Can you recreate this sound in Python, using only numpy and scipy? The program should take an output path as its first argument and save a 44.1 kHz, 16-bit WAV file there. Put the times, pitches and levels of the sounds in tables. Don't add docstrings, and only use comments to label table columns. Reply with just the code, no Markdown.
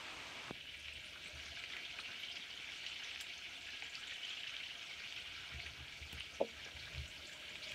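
import sys
import numpy as np
from scipy import signal
from scipy.fft import rfft, irfft, next_fast_len
from scipy.io import wavfile
from scipy.ndimage import uniform_filter1d, map_coordinates

SR = 44100
rng = np.random.default_rng(int(sys.argv[2]) if len(sys.argv) > 2 else 0)


def gain_from_db(level_db):
    decades = np.asarray(level_db, float) / 20
    return 10 ** decades


def transcribe(u):
    v = np.clip(np.atleast_2d(u).T, -1, 1)
    q = np.round(v * 32767).astype(np.int16)
    wavfile.write(sys.argv[1], SR, q)


N = 341583
T = np.arange(N) / SR
SWITCH_S = 0.508

# frequency in Hz, level in dB per Hz.
SIZZLE = [(1120, -67), (1900, -3.5), (2290, 6.5), (2510, 5), (3040, 6), (3660, -1), (4650, -9.5),
          (4830, -18), (6000, -12.5), (7800, -36), (13200, -120)]


def unit(x):
    return x / np.sqrt(np.mean(x ** 2) + 1e-20)


def along(points, hz):
    f, v = np.transpose(points)
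    return np.interp(np.log(hz + 1), np.log(f + 1), v)


def filtered(x, response):
    m = next_fast_len(N + SR // 2)
    return irfft(rfft(x, m) * response(np.fft.rfftfreq(m, 1 / SR)), m)[:N]


def mode(f, centre_hz, width_hz):
    damping = 1j * f * width_hz
    return damping / (centre_hz ** 2 - f ** 2 + damping)


def rush(spectrum, patchy_db, size):
    z = signal.stft(rng.standard_normal(N + 512), nperseg=256)[2]
    field = uniform_filter1d(rng.standard_normal(z.shape), size[0], 0)
    field = uniform_filter1d(field, size[1], 1)
    noise = signal.istft(z * gain_from_db(patchy_db * unit(field)), nperseg=256)[1][:N]
    return unit(filtered(noise, lambda hz: gain_from_db(along(spectrum, hz))))


def narrow(hz, width_hz, steady):
    slow = filtered(rng.standard_normal(N), lambda f: 1 / (1 + (f / width_hz) ** 4))
    cycles = np.cumsum(hz + np.zeros(N)) / SR
    return unit((steady + unit(slow)) * np.sin(2 * np.pi * cycles))


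def placed(times, shapes):
    at = np.round(np.asarray(times) * SR).astype(int)[:, None] + np.arange(shapes.shape[1])
    return np.bincount(at.ravel(), shapes.ravel(), N + shapes.shape[1])[:N]


def fading(t60, attack_s, size):
    t = np.arange(size) / SR
    decay = gain_from_db(-60 * t / np.reshape(np.abs(t60), (-1, 1)))
    return t, decay * (1 - np.exp(-t / attack_s))


def whistles(s, db, hz, length_s, rough, rise):
    t = np.arange(2500) / SR
    u = np.clip(t / length_s, 0, 1)
    swell = np.sin(np.pi * u ** 0.55)
    drift = rough * np.cumsum(rng.standard_normal((len(s), len(t))), axis=1)
    wobble = signal.fftconvolve(np.exp(1j * drift), np.hanning(24)[None] / 12, "same", axes=1)
    tone = np.real(wobble * np.exp(2j * np.pi * hz * t * (1 + rise * (u - 0.75))))
    return placed((s - 0.3 * length_s)[:, 0], gain_from_db(db) * swell * tone)


def swells_db(rows):
    return sum(db * np.exp(-((T - s) / width_s) ** 2) for s, db, width_s in rows)


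def boil_db():
    # time in seconds, sizzle level in dB.
    boil_points = [(0, -55), (.34, -54), (.6, -53.5), (1.29, -52.5), (1.85, -50.5), (2.59, -51),
                   (2.89, -49), (3.23, -49), (3.6, -52), (4.46, -49.5), (4.75, -51), (5.03, -50.5),
                   (5.54, -50.5), (5.8, -53.5), (6.47, -53.5), (6.86, -53.5), (7.3, -54), (7.75, -50)]
    return np.interp(T, *np.transpose(boil_points))


def chance(count, over_db, pitch_hz, spread):
    draw = rng.standard_normal((count, 2))
    share = np.cumsum(gain_from_db(2 * boil_db()) * (T > SWITCH_S))
    s = np.interp(rng.uniform(0, 1, count), share / share[-1], T)
    db = np.interp(s, T, boil_db()) + over_db + 1.5 * draw[:, 0]
    return np.c_[s, db, pitch_hz * np.exp(spread * draw[:, 1])]


def dome(x, direct):
    # frequency in Hz, width in Hz, level in dB.
    dome_modes = [(1640, 78, 1), (2280, 68, -4), (3160, 1250, -8), (4720, 450, -14), (5260, 150, 2),
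                  (5700, 140, -48), (6100, 160, -35)]
    return filtered(x, lambda f: direct + sum(gain_from_db(db) * mode(f, c, w) for c, w, db in dome_modes))


def hut(x):
    # frequency in Hz, decay time t60 in seconds.
    wall_t60 = [(300, 0.19), (2500, 0.2), (8000, 0.23), (15000, 0.017)]
    wet, step = np.zeros(N + SR), SR // 4
    for start in range(0, N, step):
        hz, t, z = signal.stft(rng.standard_normal(SR // 4), SR, nperseg=128)
        decay = gain_from_db(-60 * t / along(wall_t60, hz)[:, None])
        tail = signal.istft(z * decay, SR, nperseg=128)[1]
        answer = signal.fftconvolve(x[start:start + step], tail / np.linalg.norm(tail))
        wet[start + 90:][:len(answer)] += answer
    return wet[:N]


def hearth(x):
    rings_hz = [1324, 1470, 1640, 1885, 2271, 2954, 3494, 3800, 4228, 4613, 5182, 5726]
    return filtered(x, lambda f: 1 + gain_from_db(-8.5) * sum(mode(f, c, width_hz=25) for c in rings_hz))


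def switching():
    # frequency in Hz, level in dB per Hz.
    open_fire = [(53, -36), (90, -3), (151, -20), (255, -1.5), (472, -5.5), (595, -3), (1260, 1.5),
                 (1470, -3.5), (2430, 1.5), (9000, -21), (11700, -53), (19800, -120)]
    before = gain_from_db(-53.0) * rush(open_fire, patchy_db=0.5, size=(4, 9)) * (T < SWITCH_S)
    t, shape = fading([0.02], 0.0001, size=1500)
    cycles = 60 * t + 2.2 * (1 - np.exp(-np.sqrt(t / 0.003)))
    click = gain_from_db(-30) * shape * np.sin(2 * np.pi * cycles + np.pi)
    return before + placed([SWITCH_S + 0.001], click)


def draught():
    # frequency in Hz, level in dB per Hz.
    air_colour = [(12, -53), (20, -37), (52, -1), (75, -3), (188, -2.5), (274, 0), (520, -3.5), (698, -1),
                  (770, -13), (1000, -10), (1300, -52), (2200, -120)]
    # time in seconds, level in dB.
    air_db = [
        (0, -71),
        (.37, -67),
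        (.73, -73),
        (1.29, -69),
        (2.2, -70),
        (3.86, -72.5),
        (6, -70.5),
        (6.5, -69.5),
        (7.18, -69.5),
        (7.75, -67),
    ]
    gain = gain_from_db(np.interp(T, *np.transpose(air_db)))
    return gain_from_db(3) * gain * rush(air_colour, patchy_db=2.0, size=(2, 14))


def flue():
    # time in seconds, pitch in Hz, level in dB.
    column = [(0, 615, -81), (.37, 620, -69), (.56, 616.5, -83), (1.291, 610, -69), (1.621, 700, -71.5),
              (2.48, 701.4, -77.5), (3.86, 695, -73), (4.98, 691, -73.5), (5.45, 691, -78),
              (5.56, 702, -63.5), (5.75, 691, -76), (6.248, 689, -89), (6.698, 604, -69.5),
              (7.18, 605, -74.5), (7.75, 614, -66)]
    s, hz, db = np.transpose(column)
    return gain_from_db(np.interp(T, s, db)) * narrow(np.interp(T, s, hz), width_hz=41, steady=0)


def frying():
    swing_db = boil_db() - boil_db().mean()
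    knots = rng.standard_normal(600)
    flutter = gain_from_db(1.1 * map_coordinates(knots, [T * 70]) * (T > SWITCH_S))
    return sizzling() * unit(flutter) + seething(swing_db) + fizzing(swing_db) * np.sqrt(flutter)


def bubbles(count, pitch_hz, spread, cycles, scatter_db):
    draw = rng.standard_normal((count, 3))
    clumps = rng.uniform(0, N / SR, count // 6)
    times = np.abs(clumps[np.arange(count) % len(clumps)] + 0.011 * draw[:, 0]) % (N / SR)
    hz = np.clip(pitch_hz * np.exp(spread * draw[:, 1:2]), 500, 14000)
    t, shape = fading(cycles / hz, 0.00012, size=400)
    size = gain_from_db(scatter_db * np.abs(draw[:, 2:]))
    return unit(placed(times, size * shape * np.sin(2 * np.pi * hz * t * (1 + 6 * t))))


def sizzling():
    near = bubbles(count=6000, pitch_hz=2920, spread=0.23, cycles=17.7, scatter_db=5.5)
    near = unit(dome(near + gain_from_db(-3.5) * hut(near), direct=0.5))
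    steam = rush(SIZZLE, patchy_db=2.0, size=(4, 9))
    return gain_from_db(boil_db()) * (gain_from_db(-4.0) * near + gain_from_db(-2.0) * steam)


def seething(swing_db):
    # frequency in Hz, level in dB per Hz.
    simmer_colour = [(470, -36), (800, -9), (1140, -13.5), (1250, -11.5), (1290, -6), (1620, -3.5),
                     (1780, -15), (2000, -14.5), (2600, -30), (4400, -120)]
    # time in seconds, rise in dB, width in seconds.
    seethe_rows = [
        (1.749, 3.5, .06),
        (2.0, 1, 0.036),
        (3.04, 2, 0.046),
        (5.45, 1, 0.082),
        (6.59, 0.5, .04),
    ]
    before_db, overshoot_db, recover_s = 2.5, -8, 0.67
    dip_db = overshoot_db * np.exp(-((T - SWITCH_S) / recover_s) ** 2)
    gate_db = np.where(T < SWITCH_S, before_db, dip_db)
    gain = gain_from_db(-64 + 0.2 * swing_db + gate_db + swells_db(seethe_rows))
    large = bubbles(count=900, pitch_hz=1567, spread=0.19, cycles=50, scatter_db=5.5)
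    large = unit(large + gain_from_db(-0.5) * hut(large))
    murmur = rush(simmer_colour, patchy_db=3.0, size=(3, 9))
    return gain * (gain_from_db(-6.0) * large + gain_from_db(-1.5) * murmur)


def fizzing(swing_db):
    # frequency in Hz, level in dB per Hz.
    mist_colour = [(2650, -22.5), (4500, 0.5), (4880, -8.5), (5900, -5.5), (10000, -28.5), (13000, -64),
                   (22000, -120)]
    # time in seconds, rise in dB, width in seconds.
    surge_rows = [
        (1.45, 3.5, 0.48),
        (2.33, 1.5, 0.058),
        (2.82, 3.5, 0.19),
        (3.3, 2.5, 0.19),
        (4, 2, 0.071),
        (5, 3, 0.12),
        (7.75, 3, .15),
    ]
    back_s = 1.27
    dip = gain_from_db(-3.5 / (1 + np.exp((T - back_s) / 0.042)) * (T > SWITCH_S))
    gain = dip * gain_from_db(-63.5 + 0.26 * swing_db + swells_db(surge_rows))
    fine = bubbles(count=3600, pitch_hz=5264, spread=0.25, cycles=54, scatter_db=5.5)
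    fine = unit(fine + gain_from_db(-1.5) * hut(fine))
    mist = rush(mist_colour, patchy_db=3.0, size=(8, 9))
    return gain * (gain_from_db(-3) * fine + gain_from_db(-3.5) * mist)


def boards():
    # frequency in Hz, width in Hz.
    floor_modes = [(74, 27), (127, 46)]
    creep_db = [-75.5, -79.5]
    # time in
    # seconds, low mode in dB, high mode in dB.
    thud_rows = [(.17, -73, -76), (.52, -64, -63.5), (.77, -67, -72), (0.861, -65, -74), (.97, -62, -67.5),
                 (1.36, -55, -62.5), (1.5, -61, -70), (1.92, -83, -72.5), (3.73, -67, -86),
                 (5.169, -66, -74), (5.555, -53, -56), (5.69, -59, -72), (5.82, -56.5, -57.5),
                 (6.04, -53, -63), (6.155, -51.5, -59.5), (6.34, -71, -80), (6.58, -61.5, -83),
                 (6.77, -56, -65), (6.97, -50.5, -51), (7.005, -47.5, -56), (7.18, -67, -71),
                 (7.74, -61.5, -66.5)]
    load_s, settle_s, linger_s = 0.03, 0.044, 0.24
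    s, *modes_db = np.transpose(thud_rows)[..., None]
    coarse = T[::64]
    late = coarse - s
    load = np.exp(-(late / np.where(late < 0, load_s, settle_s)) ** 2)
    stir = gain_from_db(-17.5) * np.exp(-(late / linger_s) ** 2)
    total = 0
    for db, idle_db, (hz, width_hz) in zip(modes_db, creep_db, floor_modes):
        thud = np.interp(T, coarse, np.sum(gain_from_db(db) * load, axis=0))
        creep = gain_from_db(idle_db) + np.interp(T, coarse, np.max(gain_from_db(db) * stir, axis=0))
        total = total + thud * narrow(hz, width_hz, steady=3.5) + creep * narrow(hz, width_hz, steady=0)
    return total


def jets():
    # time in seconds, level in dB, centre in Hz, length in seconds.
    jet_rows = [(0.608, -51, 3185, 0.017), (0.693, -58, 2800, 0.017), (0.772, -67, 8700, 0.018),
                (0.798, -65, 9500, 0.011), (0.936, -61.5, 8200, 0.012), (1.06, -67, 9300, 0.036),
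                (1.277, -65.5, 8800, 0.023), (1.46, -61, 5800, 0.019), (2.002, -68, 8840, 0.062),
                (2.324, -55, 5000, .03), (3.04, -54, 5900, 0.017), (3.38, -54, 5900, 0.0097),
                (4, -65, 7760, 0.031), (4.503, -58, 6140, 0.011), (6.2005, -56, 8950, 0.0044),
                (7.64, -51, 4460, 0.029), (2.003, -46.5, 3870, .018), (2.206, -71, 11800, .05),
                (2.865, -48.5, 4080, 0.022), (3.205, -50.5, 5600, 0.01), (3.957, -67, 4500, 0.012),
                (5.621, -55, 4220, 0.063), (6.344, -58.5, 5970, 0.034), (6.649, -53, 5440, 0.013),
                (6.799, -51.5, 4090, 0.027), (7.256, -51, 4180, 0.013), (1.562, -56.5, 4550, .03),
                (1.638, -57, 4580, .03), (2.36, -52, 4680, .02), (2.383, -62, 5200, .015),
                (2.506, -52, 4500, 0.011), (2.237, -61, 4360, 0.023), (2.783, -61.5, 6600, .03),
                (3.214, -53, 7600, .012), (3.057, -60, 5480, 0.054), (7.181, -53, 4430, .012),
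                (4.252, -57, 6400, .015), (4.327, -61, 5900, .012), (4.478, -54, 4950, 0.0097),
                (5.0, -54, 4620, 0.017), (4.83, -64, 6100, 0.031)]
    s, db, hz, length_s = np.transpose(jet_rows)[..., None]
    return whistles(s, db + 3.5, hz, length_s, rough=0.338, rise=0)


def spits():
    # time in seconds,
    # level in dB, pitch in Hz.
    spit_rows = [(0.749, -50.5, 2480), (1.262, -47.5, 2460), (1.642, -48, 2420), (1.726, -47, 3430),
                 (1.738, -48, 2220), (1.853, -46.5, 3290), (1.989, -52.5, 2440), (2.061, -48, 2680),
                 (2.198, -49, 3150), (2.236, -44, 3090), (2.314, -46.5, 3060), (2.371, -47, 3050),
                 (2.867, -62, 3000), (3.002, -47, 2794), (3.949, -49, 2580), (4.233, -45, 2935),
                 (4.25, -46.5, 3080), (4.284, -47, 2920), (4.308, -44.5, 3120), (4.371, -48.5, 2730),
                 (4.635, -48, 2770), (4.666, -47, 3070), (4.71, -46.5, 2780), (5.166, -46, 2990),
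                 (5.178, -46, 2723), (.69, -53, 2930), (2.921, -49.5, 2810), (2.961, -50, 3120),
                 (4.335, -50, 3200), (4.48, -49, 2600), (4.52, -58, 2990), (5.04, -49, 2575),
                 (5.28, -51, 2800), (2.44, -51, 3090), (5.599, -48, 2270), (5.665, -46.5, 2280),
                 (6.181, -52, 2230), (6.206, -47.5, 2860), (7.555, -62.5, 2400), (7.7, -55, 2640),
                 (1.16, -55, 1460), (1.595, -55, 2310), (1.703, -56, 1800), (1.773, -49.5, 2010),
                   (1.992, -48.5, 1628), (3.026, -52.5, 1640), (3.053, -51, 2160), (3.69, -53, 1750),
                   (4.121, -50.5, 1880), (4.609, -49.5, 2200), (5.003, -52, 2270), (5.516, -51, 2205),
                   (5.927, -51.5, 2324), (6.769, -51, 2280), (6.873, -56, 1630), (1.739, -61, 1400),
                   (1.79, -57, 1690), (1.721, -64, 1330), (5.282, -61, 1493), (5.425, -59, 1450),
                   (5.44, -56, 1610), (5.52, -56, 1433), (5.659, -60, 1670), (6.595, -55, 1633),
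                   (6.566, -62, 1540), (3.42, -64, 1480)]
    small = chance(count=10, over_db=-2.5, pitch_hz=2850, spread=0.11)
    s, db, hz = np.transpose([*spit_rows, *small])[..., None]
    ring = whistles(s, db + 4, hz, length_s=0.018, rough=0.17, rise=0.039)
    t, shape = fading([0.035], 0.0012, size=1200)
    drops = rng.standard_normal((len(s), len(t))) ** 3 / 4
    splash = placed(s[:, 0] - 0.004, gain_from_db(db + 9.5) * shape * drops)
    return ring + filtered(splash, lambda f: gain_from_db(0.75 * along(SIZZLE, f)))


def snaps():
    # time in seconds, peak in dB, pitch in Hz.
    snap_rows = [(0.8831, -30.5, 2520), (1.4004, -36, 2580), (1.5943, -34, 2330), (1.6385, -32, 2690),
                 (1.7015, -34, 2300), (1.7665, -32, 2500), (1.8647, -35, 2760), (1.988, -31.5, 2500),
                 (2.0776, -35, 2390), (2.1853, -39, 2910), (2.8417, -37, 2950), (2.8651, -28, 3010),
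                 (3.0462, -35, 3420), (3.1599, -34, 2350), (3.2023, -32, 2710), (3.21, -39, 3900),
                 (3.8233, -29, 2430), (3.9539, -32, 4650), (4.1109, -33, 2990), (4.4087, -35, 2970),
                 (4.4948, -32, 2710), (4.5663, -31, 3100), (5.1246, -31, 2970), (5.6016, -34, 2350),
                 (6.1296, -35, 2560), (6.2065, -28, 2780), (6.9486, -33, 2540), (6.9807, -38, 4200),
                 (7.5561, -32, 2480), (7.7199, -33, 2450)]
    faint = chance(count=70, over_db=12, pitch_hz=2850, spread=0.086)
    s, db, hz = np.transpose([*snap_rows, *faint])[..., None]
    t, shape = fading([0.0055], 0.00008, size=400)
    cycles = placed(s[:, 0], gain_from_db(db + 3) * shape * np.sin(2 * np.pi * hz * t))
    return filtered(cycles, lambda f: (1j * f / (900 + 1j * f)) ** 2)


def blips():
    # time in seconds, peak in dB, pitch in Hz.
    blip_rows = [(0.9243, -41, 2660), (0.9544, -42, 2980), (1.5507, -39.5, 2770), (1.564, -42, 2350),
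                 (1.6587, -42, 3140), (1.8342, -44, 2270), (1.8906, -45, 2900), (2.142, -39, 2810),
                 (2.154, -43, 2920), (2.2844, -38, 3120), (2.4075, -44, 3770), (2.4224, -40, 3330),
                 (2.5042, -40, 2950), (2.574, -36.5, 3100), (2.6419, -41, 2700), (2.719, -40, 3280),
                 (3.175, -40, 2840), (3.2405, -44, 2620), (3.266, -38, 2960), (3.454, -41.5, 2280),
                 (3.575, -39.5, 2910), (3.7718, -40, 2940), (4.0356, -38.5, 3090), (4.1577, -39, 3000),
                 (4.4328, -36, 3006), (4.5418, -40, 2370), (4.7523, -39, 3100), (4.9104, -39, 2270),
                 (5.3494, -44, 2300), (6.0252, -43, 2280), (7.5044, -45, 2270), (7.6257, -40, 3950),
                 (7.6474, -41, 3100), (7.6905, -38, 2300), (7.7078, -40.5, 3094)]
    s, db, hz = np.transpose(blip_rows)[..., None]
    return whistles(s + 0.001975, db - 3, hz, length_s=0.0059, rough=0.062, rise=0.086)


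def cracks():
    # time in seconds, peak in dB, tail t60 in seconds.
    crack_rows = [
        (1.7679, -50, 0.03),
        (2.8414, -63, 0.03),
        (3.2023, -56, .015),
        (6.9805, -62, .015),
        (3.21, -39, 0.056),
        (3.221, -52, 0.066),
        (5.162, -60, .03),
        (6.1279, -43, 0.049),
        (7.7169, -45, 0.033),
    ]
    sparks = chance(count=14, over_db=-13, pitch_hz=0.92, spread=0.3) * [1, 1, 0.015]
    s, db, t60 = np.transpose([*crack_rows, *sparks])
    t, spray = fading(t60, 0.0003, size=3000)
    snap = 4.5 * gain_from_db(-60 * t / 0.00095)
    burst = placed(s, gain_from_db(db[:, None] - 7.5) * (spray + snap) * rng.standard_normal(spray.shape))
    return filtered(burst, lambda f: 1j * f / (2500 + 1j * f) / (1 + 1j * f / 11000))


def knocks():
    # time in seconds, peak in dB, hollow pitch in Hz, plank level in dB.
    knock_rows = [(3.8245, -52, 800, -64.5), (5.54, -49, 169.6, -72), (5.801, -55, 276, -70),
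                  (6.129, -46, 178, -60.5), (6.4027, -32.5, 590, -45.5), (6.4084, -34.5, 760, -53),
                  (6.4118, -22, 565, -40), (6.4238, -29, 502, -57), (6.4345, -45, 670, -66),
                  (6.445, -43, 500, -70), (6.468, -56, 488, -70), (6.662, -50, 402, -62),
                  (6.672, -54, 594, -67)]
    # frequency in Hz, level in dB, t60 in seconds.
    plank_modes = [(225, -6.5, 0.23), (274, 3.5, 0.089), (458.3, 3, 0.19), (800, 15, 0.022),
                   (970, -13, 0.11)]
    s, db, hollow_hz, plank_db = np.transpose(knock_rows)[..., None]
    hz, level, t60 = np.transpose(plank_modes)
    t, shape = fading(t60, 0.0021, size=9000)
    plank = np.sum(gain_from_db(level[:, None]) * shape * np.sin(2 * np.pi * hz[:, None] * t), axis=0)
    puff = (t / 0.0028) ** 2 * np.exp(2 - 2 * t / 0.0028)
    hollow = puff * np.sin(2 * np.pi * hollow_hz * t)
    return placed(s[:, 0], gain_from_db(db) * hollow + gain_from_db(plank_db) * plank)


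def bird():
    # time in seconds, peak in dB, upper voice in dB.
    tick_rows = [(3.8357, -61.5, -11), (3.8975, -62, -9), (4.075, -61, -7), (4.137, -62.5, -11),
                 (4.2941, -63, -9), (7.0803, -63, -1), (7.2713, -59.5, -5), (7.3292, -61, -5),
                 (7.4935, -64, -9), (7.557, -71, -6.5), (7.6924, -65, -7)]
    s, db, upper_db = np.transpose(tick_rows)
    t, shape = fading(np.full(len(s), 0.034), 0.0067, size=1500)
    lag = 0.0022 * (1 - np.exp(-t / 0.0022))
    low = np.sin(2 * np.pi * (7300 * t - 2400 * lag))
    high = gain_from_db(upper_db[:, None] - 60 * t / 0.18) * np.sin(2 * np.pi * (7980 * t + 250 * lag))
    return placed(s - 0.003, gain_from_db(db[:, None] + 18.0) * shape * (low + high))


def scene():
    hits = jets() + spits() + snaps() + blips() + cracks()
    ticks = bird()
    wet = gain_from_db(-8.0) * hut(hits + gain_from_db(4.5) * ticks)
    fire = gain_from_db(-0.67) * hearth(frying() + hits + wet)
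    around = boards() + draught() + flue()
    return (switching() + fire + around + knocks() + ticks)[None]


def band_limit(x):
    return signal.sosfilt(signal.butter(12, 15725, fs=SR, output="sos"), x)


def record(dry):
    # frequency in Hz, level in dB per Hz.
    hiss_colour = [(4120, -11.5), (7000, -7), (9150, -8.5), (10300, -14), (11300, -11.5), (14900, -18),
                   (15600, -17.5)]
    hiss = gain_from_db(-71.5) * rush(hiss_colour, patchy_db=2.5, size=(2, 2))
    hiss = hiss * gain_from_db(1.8 * (T > 6.75))
    heard = filtered(dry[0] + hiss, lambda f: f < 15725)[None]
    return band_limit(heard)


dry = scene()
out = record(dry)
transcribe(out)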